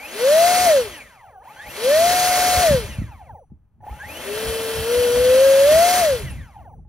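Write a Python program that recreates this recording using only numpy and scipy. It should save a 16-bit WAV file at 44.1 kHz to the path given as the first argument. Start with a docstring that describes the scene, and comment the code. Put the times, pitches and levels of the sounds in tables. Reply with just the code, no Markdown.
"""A small electric ducted fan, standing on a stone wall outdoors, is throttled up and down three times.
The unbalanced rotor hums once per turn and turbulent air rushes through the resonant duct.
The motor's cogging whines as it spins up and coasts to rest; its speed controller whistles above.
The motor mount rings as the rotor jerks, and a hand in the airstream recolours the rush.
Breeze, gusts and sharp puffs rumble on the two microphone ports, over filtered background noise."""
import sys
import numpy as np
from scipy import signal
from scipy.fft import rfft, irfft
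from scipy.io import wavfile
from scipy.ndimage import uniform_filter1d

SR = 44100
rng = np.random.default_rng(int(sys.argv[2]) if len(sys.argv) > 2 else 0)


def transcribe(u):
    """Save the signal u as a 16-bit wav file named by the first command-line argument.

    u: samples, shape (n,) or (channels, n), limited to [-1, 1]; the rate is SR.
    q: integer samples, one column per channel.
    """
    v = np.clip(np.atleast_2d(u).T, -1, 1)
    q = np.round(v * 32767).astype(np.int16)
    wavfile.write(sys.argv[1], SR, q)


N = 303540
TIME = np.arange(N) / SR
BINS_HZ = np.maximum(np.fft.rfftfreq(N, 1 / SR), 1)


def from_db(db):
    """Logarithmic level: decibels to amplitude gain."""
    return 10 ** (np.asarray(db) / 20)


def rms_one(x):
    """Normalisation: scale a signal to unit rms."""
    return x / np.sqrt(np.mean(x ** 2) + 1e-20)


def in_time(rows):
    """Linear interpolation: the columns of a time curve at every sample."""
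    seconds, *columns = np.transpose(rows)
    return [np.interp(TIME, seconds, column) for column in columns]


def at_hz(rows, hz):
    """Interpolation on a logarithmic pitch axis: the columns of a spectrum at the given frequencies."""
    points, *columns = np.transpose(rows)
    log_hz = np.log(np.maximum(hz, 1))
    return [np.interp(log_hz, np.log(points), column) for column in columns]


def at_speed(rows, speed):
    """Linear interpolation: the columns of a table at the given rotor speeds."""
    points, *columns = np.transpose(rows)
    return [np.interp(speed, points, column) for column in columns]


def by_power(driven, driven_db, coasting_db):
    """Linear blend between the level under power and the level when coasting."""
    return coasting_db + driven * (driven_db - coasting_db)


def drift(rate_hz):
    """Low-pass filtered noise: slow random wandering with standard deviation 1."""
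    spectrum = rfft(rng.standard_normal(N))
    return rms_one(irfft(spectrum / (1 + (BINS_HZ / rate_hz) ** 2), N))


def panned(x, balance_db):
    """Intensity stereo: split a left-right level difference evenly between the channels."""
    return x * from_db(np.array([balance_db, -balance_db]).reshape(2, -1) / 2)


def ring(force, hz, t60):
    """Damped resonator: a unit impulse sets a sine of initial height 1 decaying by 60 dB in t60 seconds."""
    radius = from_db(-60 / (t60 * SR))
    angle = 2 * np.pi * hz / SR
    feedback = [1, -2 * radius * np.cos(angle), radius * radius]
    return signal.lfilter([0, np.sin(angle)], feedback, force + 1e-18)


def port_difference(hz):
    """Partial coherence: sizes of the phase-shifted and the diffuse part of the port difference."""
    # the ports hear the sound out of step: (frequency [Hz], difference over sum [dB])
    port_width = [(60, -12), (150, -10), (380, -14), (750, -9), (1300, -11), (2400, -8), (3400, -3.5),
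                  (4600, -3.5), (8100, 3), (10500, -2), (15000, -4)]
    steady_share = 0.62  # share of the difference power that is a steady phase shift
    width = from_db(at_hz(port_width, hz)[0])
    return width * np.sqrt(steady_share), width * np.sqrt(1 - steady_share)


def stereo_noise(colour_db, band=slice(None)):
    """Filtered Gaussian noise at two ports; the part common to both has unit rms inside the band."""
    # the sound sits a little to the left: (frequency [Hz], left-right level [dB])
    port_balance = [(60, 0), (150, 1), (380, 2), (750, 5.5), (1400, 1.5), (4000, 0.5), (15000, 0)]
    common, apart = rfft(rng.standard_normal((2, N))) * from_db(colour_db)
    shifted, diffuse = port_difference(BINS_HZ)
    # the port that leads alternates with frequency
    lead = np.cos(np.pi * np.log2(BINS_HZ)) * np.sqrt(2)
    side = 1j * shifted * common * lead + diffuse * apart
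    ports = panned(np.array([common + side, common - side]), at_hz(port_balance, BINS_HZ)[0])
    return irfft(ports, N) * N / np.sqrt(2 * np.sum(np.abs(common[band]) ** 2))


def tone(hz, blur_hz):
    """Phase is the integral of frequency: a trembling stereo sine; the mean of its ports has rms 1."""
    phase = 2 * np.pi * np.cumsum(hz + blur_hz * drift(60)) / SR
    side = port_difference(hz)[0] * np.cos(phase)
    return np.sqrt(2) * (np.sin(phase) + np.array([-side, side]))


def throttle():
    """Drag and inertia: the drive sets the speed until each cut, then drag runs the rotor down to rest.
    Returns the speed, power on (0-1), fan level offset and hum level offset in dB."""
    # rotor speed under power, cut at the last point: (time [s], speed [turns/s])
    first_run = [(0, 246), (.06, 285), (.2, 458), (.3, 579), (.36, 639), (.42, 680), (.48, 711), (.55, 721),
                 (.652, 724)]
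    second_run = [(1.335, 48), (1.385, 39.5), (1.425, 48), (1.51, 138), (1.6, 185), (1.65, 217),
                  (1.72, 325), (1.93, 600), (2.0, 660), (2.07, 705), (2.15, 724), (2.622, 724)]
    third_run = [(3.81, 1), (3.92, 141), (4.0, 170), (4.05, 208), (4.1, 278), (4.26, 392), (4.4, 441),
                 (4.5, 452), (4.83, 447), (4.93, 483), (5.0, 491), (5.1, 480), (5.33, 513), (5.44, 542),
                 (5.56, 543), (5.64, 558), (5.77, 653), (5.85, 702), (5.92, 721), (6.003, 720)]
    # (speed curve, drive engages [s], coasting time [s], fan level when coasting [dB], hum level [dB])
    runs = [
        (first_run, 0, 0.97, 0.5, 0.8),
        (second_run, 1.44, 0.97, 0, -0.5),
        (third_run, 3.805, 0.935, -1.84, -0.5),
    ]
    coast_power = 2.23  # coasting speed goes as the time left raised to this power
    speed, driven, coasting_db, hum_db = np.zeros((4, N))
    for curve, engage_s, coast_s, run_coasting_db, run_hum_db in runs:
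        start_s = curve[0][0]
        cut_s, top_speed = curve[-1]
        time_left = np.clip(1 - (TIME - cut_s) / coast_s, 0, 1)
        coast = top_speed * time_left ** coast_power
        run_speed = np.where(TIME < cut_s, in_time(curve)[0], coast)
        speed = np.where(TIME < start_s, speed, run_speed)
        driven = np.where(TIME < engage_s, driven, TIME < cut_s)
        coasting_db = np.where(TIME < cut_s, coasting_db, run_coasting_db)
        hum_db = np.where(TIME < start_s, hum_db, run_hum_db)
    driven = uniform_filter1d(driven, size=500)
    speed = np.maximum(uniform_filter1d(speed, size=900), 1)  # inertia rounds every change
    return speed, driven, coasting_db * (1 - driven), hum_db


def hand_share():
    """Partial obstruction of a jet: how far the hand is in the airstream (0-1)."""
    # (time [s], share in the airstream [0-1])
    hand_curve = [(3.6, 0.02), (3.9, 1), (5.5, 0.71), (6.05, 0), (6.3, 0.35)]
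    return np.clip(in_time(hand_curve)[0], 0, 1)


def rotor(speed, driven):
    """Forced vibration: unbalance shakes the housing once per turn, with speed-dependent weak overtones."""
    # once-per-turn hum: (speed [turns/s], base level [dB], base left-right level [dB])
    hum_levels = [(199, -67.5, 8), (330, -52, 2), (383, -49, 7), (406.6, -33.5, 5), (441, -34.5, 2.5),
                  (479.3, -22.5, 3.5), (515, -15.5, 2), (600, -13.5, 0), (696, -14, 3.5), (704, -16.5, 4),
                  (727, -19.5, 2)]
    # (multiple of the speed, then the base level [dB] at each of the overtone speeds)
    overtones = [(2, -80, -49, -48, -47, -43), (3, -80, -51, -39, -37, -39), (6, -80, -60, -53, -51, -52),
                 (9, -80, -62, -56, -54, -46), (12, -80, -49, -46, -52, -39)]
    # speeds at which the overtone levels are given [turns/s]
    overtone_speeds = [330, 460, 550, 660, 720]
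    hum_coasting_db, hum_hand_db = -0.5, 5.5  # change with the power off; with the hand in the airstream
    overtone_hand_db = 2  # the hand brings the overtones out

    hand = hand_share()
    level_db, balance_db = at_speed(hum_levels, speed)
    level_db = level_db + hum_coasting_db * (1 - driven) + hum_hand_db * hand
    hum = panned(tone(speed, blur_hz=0.4), balance_db + 0.6 * drift(4.2))
    out = hum * from_db(level_db + 0.15 * drift(25))
    for multiple, *levels_db in overtones:
        overtone_db = np.interp(speed, overtone_speeds, levels_db)
        overtone_db = overtone_db + overtone_hand_db * hand + 3 * drift(22)
        overtone = tone(multiple * speed, blur_hz=4) * from_db(overtone_db)
        out = out + overtone * (speed > overtone_speeds[0])
    return out


def rush(speed, driven):
    """Turbulence excites duct resonances: broadband noise grows with rotor speed and changes its colour."""
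    # colour: (frequency [Hz], relative density idling [dB per Hz], at half speed, at full speed)
    rush_colour = [(102, -5, -6.5, -7.5), (248, 9.5, 10.5, 3.5), (340, 3, -0.5, 1), (613, 17.5, 14.5, 12),
                   (734, 7.5, 4.5, 1), (1510, 8, 6.5, 6.5), (2310, 8.5, 3, 2), (3100, 6, 7.5, 2.5),
                   (4756, -3.5, 2, 2), (6620, -1.5, -3, 2), (7860, -11, -5.5, -5.5), (9930, -1, 4.5, 4),
                   (13300, -12.5, -1.5, -0.5), (15700, -14, -6, -4.5)]
    # the three speeds of those colours [turns/s]
    colour_speeds = [240, 461.6, 727]
    # resonances and hollows of the duct: (centre [Hz], width [Hz], gain [dB])
    duct_modes = [(1930, 210, 0), (2050, 320, 3), (2380, 68, 3.5), (2645, 88, 5.5), (3070, 400, -6.5),
                  (3063, 110, 9.5), (3257, 100, 5), (3710, 110, -6.5), (4220, 150, 3), (4670, 720, 1),
                  (5160, 230, -3.5), (5750, 1300, 1.5)]
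    # (speed [turns/s], base 3.5-7 kHz level driven [dB], the same coasting [dB], treble gain less 4 dB [dB])
    air_levels = [(1, -99, -102, -4), (60, -70.5, -77.5, -1), (163, -62, -67, -2), (261, -54, -57, -2),
                  (415.6, -40.5, -44, -6.5), (501.7, -34.5, -37.5, -7.5), (652, -30, -29, -7),
                  (782, -25.5, -26.5, -8.5)]

    driven_db, coasting_db, treble_db = at_speed(air_levels, speed)
    duct_db = sum(db / (1 + (2 * (BINS_HZ - hz) / width) ** 2) for hz, width, db in duct_modes)
    reference = (BINS_HZ > 3500) & (BINS_HZ < 7000)
    air = 0
    for colour_db, stage in zip(at_hz(rush_colour, BINS_HZ), np.eye(len(colour_speeds))):
        share = np.interp(speed, colour_speeds, stage)  # power share of this colour
        air = air + np.sqrt(share) * stereo_noise(colour_db + duct_db, reference)
    treble_filter = signal.butter(4, 8000, "high", fs=SR, output="sos")
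    hiss = signal.sosfiltfilt(treble_filter, air)
    air = air + hiss * (from_db(treble_db + 4.0) - 1)
    # the wake pulses once per turn and flutters at random
    turn = np.sin(2 * np.pi * np.cumsum(speed) / SR)
    level_db = by_power(driven, driven_db, coasting_db) + 0.67 * drift(40)
    return air * from_db(level_db) * (1 + 0.066 * turn)


def motor(speed, driven):
    """Cogging torque: magnets passing stator slots give gliding tones that swell at housing resonances.
    Under power one tone leads; the free rotor rattles with many."""
    # magnetic and bearing tones: (multiple of the speed, relative level coasting [dB], driven [dB])
    cogging = [(3, -20, -20), (6, -7, -15), (9, 1, 0), (10, -4, -15), (12, -8, -17), (18, -4, -7),
               (24, -26, -14), (27, -12, -18), (36, -9, -15), (72, -29, -32)]
    # whine: (speed [turns/s], base level driven [dB], coasting [dB])
    whine_levels = [(1, -69, -78), (10, -50, -39), (25, -44, -47.5), (50, -49, -50.5), (95, -50.5, -58),
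                    (164.6, -50.5, -53.5), (168, -38, -54.5), (223, -42, -52.5), (318, -39, -43),
                    (420, -47, -49.5), (724, -52, -49)]
    # radiation of vibration by the housing: (frequency [Hz], gain [dB])
    housing = [(250, -73), (450, -9), (620, -4.5), (820, 13), (1050, -1.5), (1400, -5.5), (1900, -0.5),
               (2900, -6), (3500, -12.5), (4700, -18.5), (5900, -7.5), (8000, -15.5), (9800, -14),
               (10400, 2.5), (11200, -12.5), (16000, -15.5)]

    turn = 2 * np.pi * np.cumsum(speed) / SR
    # the rotor runs slightly off centre, so each tone flutters once per turn
    wobble = np.interp(driven, [0, 1], [0.4, 0.3])
    out = 0
    for multiple, coasting_db, driven_db in cogging:
        hz = multiple * speed
        level_db = by_power(driven, driven_db, coasting_db) + at_hz(housing, hz)[0]
        flutter = 1 + wobble * np.sin(turn + rng.uniform(0, 2 * np.pi))
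        partial = tone(hz, blur_hz=0.003 * hz + 6)
        out = out + partial * from_db(level_db + 3.8 * drift(28)) * flutter
    return out * from_db(by_power(driven, *at_speed(whine_levels, speed)))


def controller(speed, driven):
    """Intermodulation: switching mixes with rotation into whistles that fall as the rotor speeds up."""
    # whistles below the switching rate: (multiple of the speed, relative level [dB])
    sidebands = [(6, -15), (12, 0), (18, -19)]
    # (speed [turns/s], base whistle level driven [dB], coasting [dB])
    whistle_levels = [(1, -80, -100), (25, -76, -80), (110, -62, -77), (180, -70, -74), (293, -47, -64),
                      (393, -64.5, -60)]
    # faint steady tones of the electronics: (frequency [Hz], base level [dB])
    electronics = [(5920, -83.5), (9430, -77.5)]
    switching_hz = 16000

    whistle_db = by_power(driven, *at_speed(whistle_levels, speed)) + 3 * drift(30)
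    whistles = sum(from_db(db) * tone(switching_hz - multiple * speed, blur_hz=60)
                   for multiple, db in sidebands)
    steady = sum(from_db(db) * tone(np.full(N, hz), blur_hz=3.2) for hz, db in electronics)
    # the steady tones fade out below 20 turns/s
    return whistles * from_db(whistle_db) + steady * np.clip(speed / 20, 0, 1)


def wind(puff_cycles=2.4, gust_rise_s=0.022):
    """Turbulent pressure on the microphone: lumpy breeze, fast-rising gusts and sharp damped low puffs."""
    # spectrum of the rumble: (frequency [Hz], relative density [dB per Hz])
    wind_colour = [(15, -44.5), (30, -24), (50, -0.5), (72, 2), (125, -4.5), (220, -15.5), (400, -31),
                   (1000, -48.5), (4000, -80.5)]
    # light breeze: (time [s], level before a 1 dB cut and a random swing [dB])
    breeze = [(0.0, -57.5), (0.15, -57), (0.59, -45.5), (0.84, -43), (1.07, -57), (1.61, -65),
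              (1.82, -52.5), (2.87, -37), (3.05, -46), (3.6, -57.5), (4.66, -42.5), (6.32, -38.5),
              (6.53, -45), (6.88, -45)]
    # gusts: (time of peak [s], peak level [dB], dying time constant [s])
    gusts = [(1.68, -42, .06), (2.58, -31.5, .07), (2.725, -19.5, .06), (3.003, -24, .05),
             (3.529, -40.5, .03), (3.925, -35.5, .04), (4.48, -30, .05), (4.79, -25.5, .03),
             (4.99, -33.5, .03), (5.23, -37, .04), (5.76, -29, .02), (6.02, -35.5, .03), (6.25, -24, .03),
             (6.311, -29, .07)]
    # sharp puffs: (onset [s], envelope peak [dB], frequency [Hz])
    puffs = [(2.573, -17.5, 71.6), (2.708, -13.5, 192), (2.744, -13, 143), (2.985, -16, 112),
             (3.018, -18, 182), (3.519, -34, 189.6), (3.908, -31, 60.3), (6.247, -22, 62)]

    power = from_db(in_time(breeze)[0] - 1 + 4 * drift(4.8)) ** 2
    for peak_s, db, dying_s in gusts:
        decay = np.maximum((peak_s - TIME) / gust_rise_s, (TIME - peak_s) / dying_s)
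        power = power + (from_db(db) * np.exp(-decay)) ** 2
    rumble = stereo_noise(at_hz(wind_colour, BINS_HZ)[0]) * np.sqrt(power)
    for onset_s, db, hz in puffs:
        cycles = np.maximum(TIME - onset_s, 0) * hz
        swell = cycles * 5 / puff_cycles
        envelope = swell * np.exp(1 - swell)  # rises to 1, then dies away
        rumble = rumble + from_db(db) * envelope * np.sin(2 * np.pi * cycles)
    return rumble


def outdoors():
    """Diffuse background: stationary noise with a fixed spectrum, strongest at low frequencies."""
    # (frequency [Hz], relative density [dB per Hz])
    outdoor_colour = [(30, 10.5), (120, -3), (250, -8), (450, -14.5), (850, -9), (1500, -18), (3000, -35.5),
                      (6000, -41), (16000, -35.5)]
    return from_db(-70.5) * stereo_noise(at_hz(outdoor_colour, BINS_HZ)[0])


def mount(speed, driven, contact_hz=1000):
    """Modal excitation: soft jerks and the rough drive at low speed ring the modes of the motor mount."""
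    # jerks of the rotor as it catches or stops: (time [s], strength [dB])
    jerks = [(1.459, -43), (3.501, -58), (3.805, -47), (3.838, -36), (3.867, -29.5), (3.896, -31),
             (3.927, -31.5), (6.85, -54)]
    # modes of the mount: (frequency [Hz], relative level [dB], 60 dB decay time [s])
    mount_modes = [(590, -27, .05), (796, -17, 0.023), (840, -1.5, 0.16), (1070, -24, .04),
                   (1480, -16, 0.025), (1794, -10.5, 0.033), (2500, -36, .025)]
    # rough drive: (speed [turns/s], level driven [dB], coasting [dB])
    buzz_levels = [(1, -57, -100), (50, -58, -80), (139, -46.5, -80), (220, -45, -77), (448, -68, -79.5)]

    blows = np.zeros(N)
    for s, db in jerks:
        blows[round(s * SR)] = from_db(db)
    # a soft contact low-passes each blow
    blows = signal.sosfilt(signal.butter(2, contact_hz, fs=SR, output="sos"), blows)
    chatter = rng.standard_normal(N) * from_db(4.0 * drift(50))
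    knocks = sum(from_db(db) * ring(blows, hz, t60) for hz, db, t60 in mount_modes)
    buzz = sum(from_db(db) * ring(chatter, hz, t60) for hz, db, t60 in mount_modes)
    buzz_db = by_power(driven, *at_speed(buzz_levels, speed))
    return knocks + from_db(buzz_db) * rms_one(buzz)


def past_hand(air):
    """Jet deflection: the hand crossfades the rush into a recoloured, slightly shielded version."""
    # (frequency [Hz], gain before the shielding loss [dB])
    hand_colour = [(100, -0.5), (220, 5), (400, 7), (700, 5), (1100, 1.5), (1650, 4), (2200, 0.5),
                   (2900, 4), (4200, 0), (6500, 2), (10000, 3.5), (15000, 4)]
    shielding_loss_db = 2
    gain = from_db(at_hz(hand_colour, BINS_HZ)[0] - shielding_loss_db)
    deflected = irfft(rfft(air) * gain, N)
    return air + hand_share() * (deflected - air)


def scene():
    """Superposition: the fan, its mount, the wind and the outdoor background add linearly."""
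    speed, driven, coasting_db, hum_db = throttle()
    fan = rotor(speed, driven) * from_db(hum_db)
    fan = fan + past_hand(rush(speed, driven))
    fan = fan + motor(speed, driven) + controller(speed, driven)
    fan = fan * from_db(coasting_db) + mount(speed, driven)
    return fan + wind() + outdoors()


def record(dry):
    """Band limiting: a steep elliptic low-pass removes the top above 15.75 kHz."""
    return signal.sosfilt(signal.ellip(12, 0.1, 80, 15750, fs=SR, output="sos"), dry)


dry = scene()
out = record(dry)
transcribe(out)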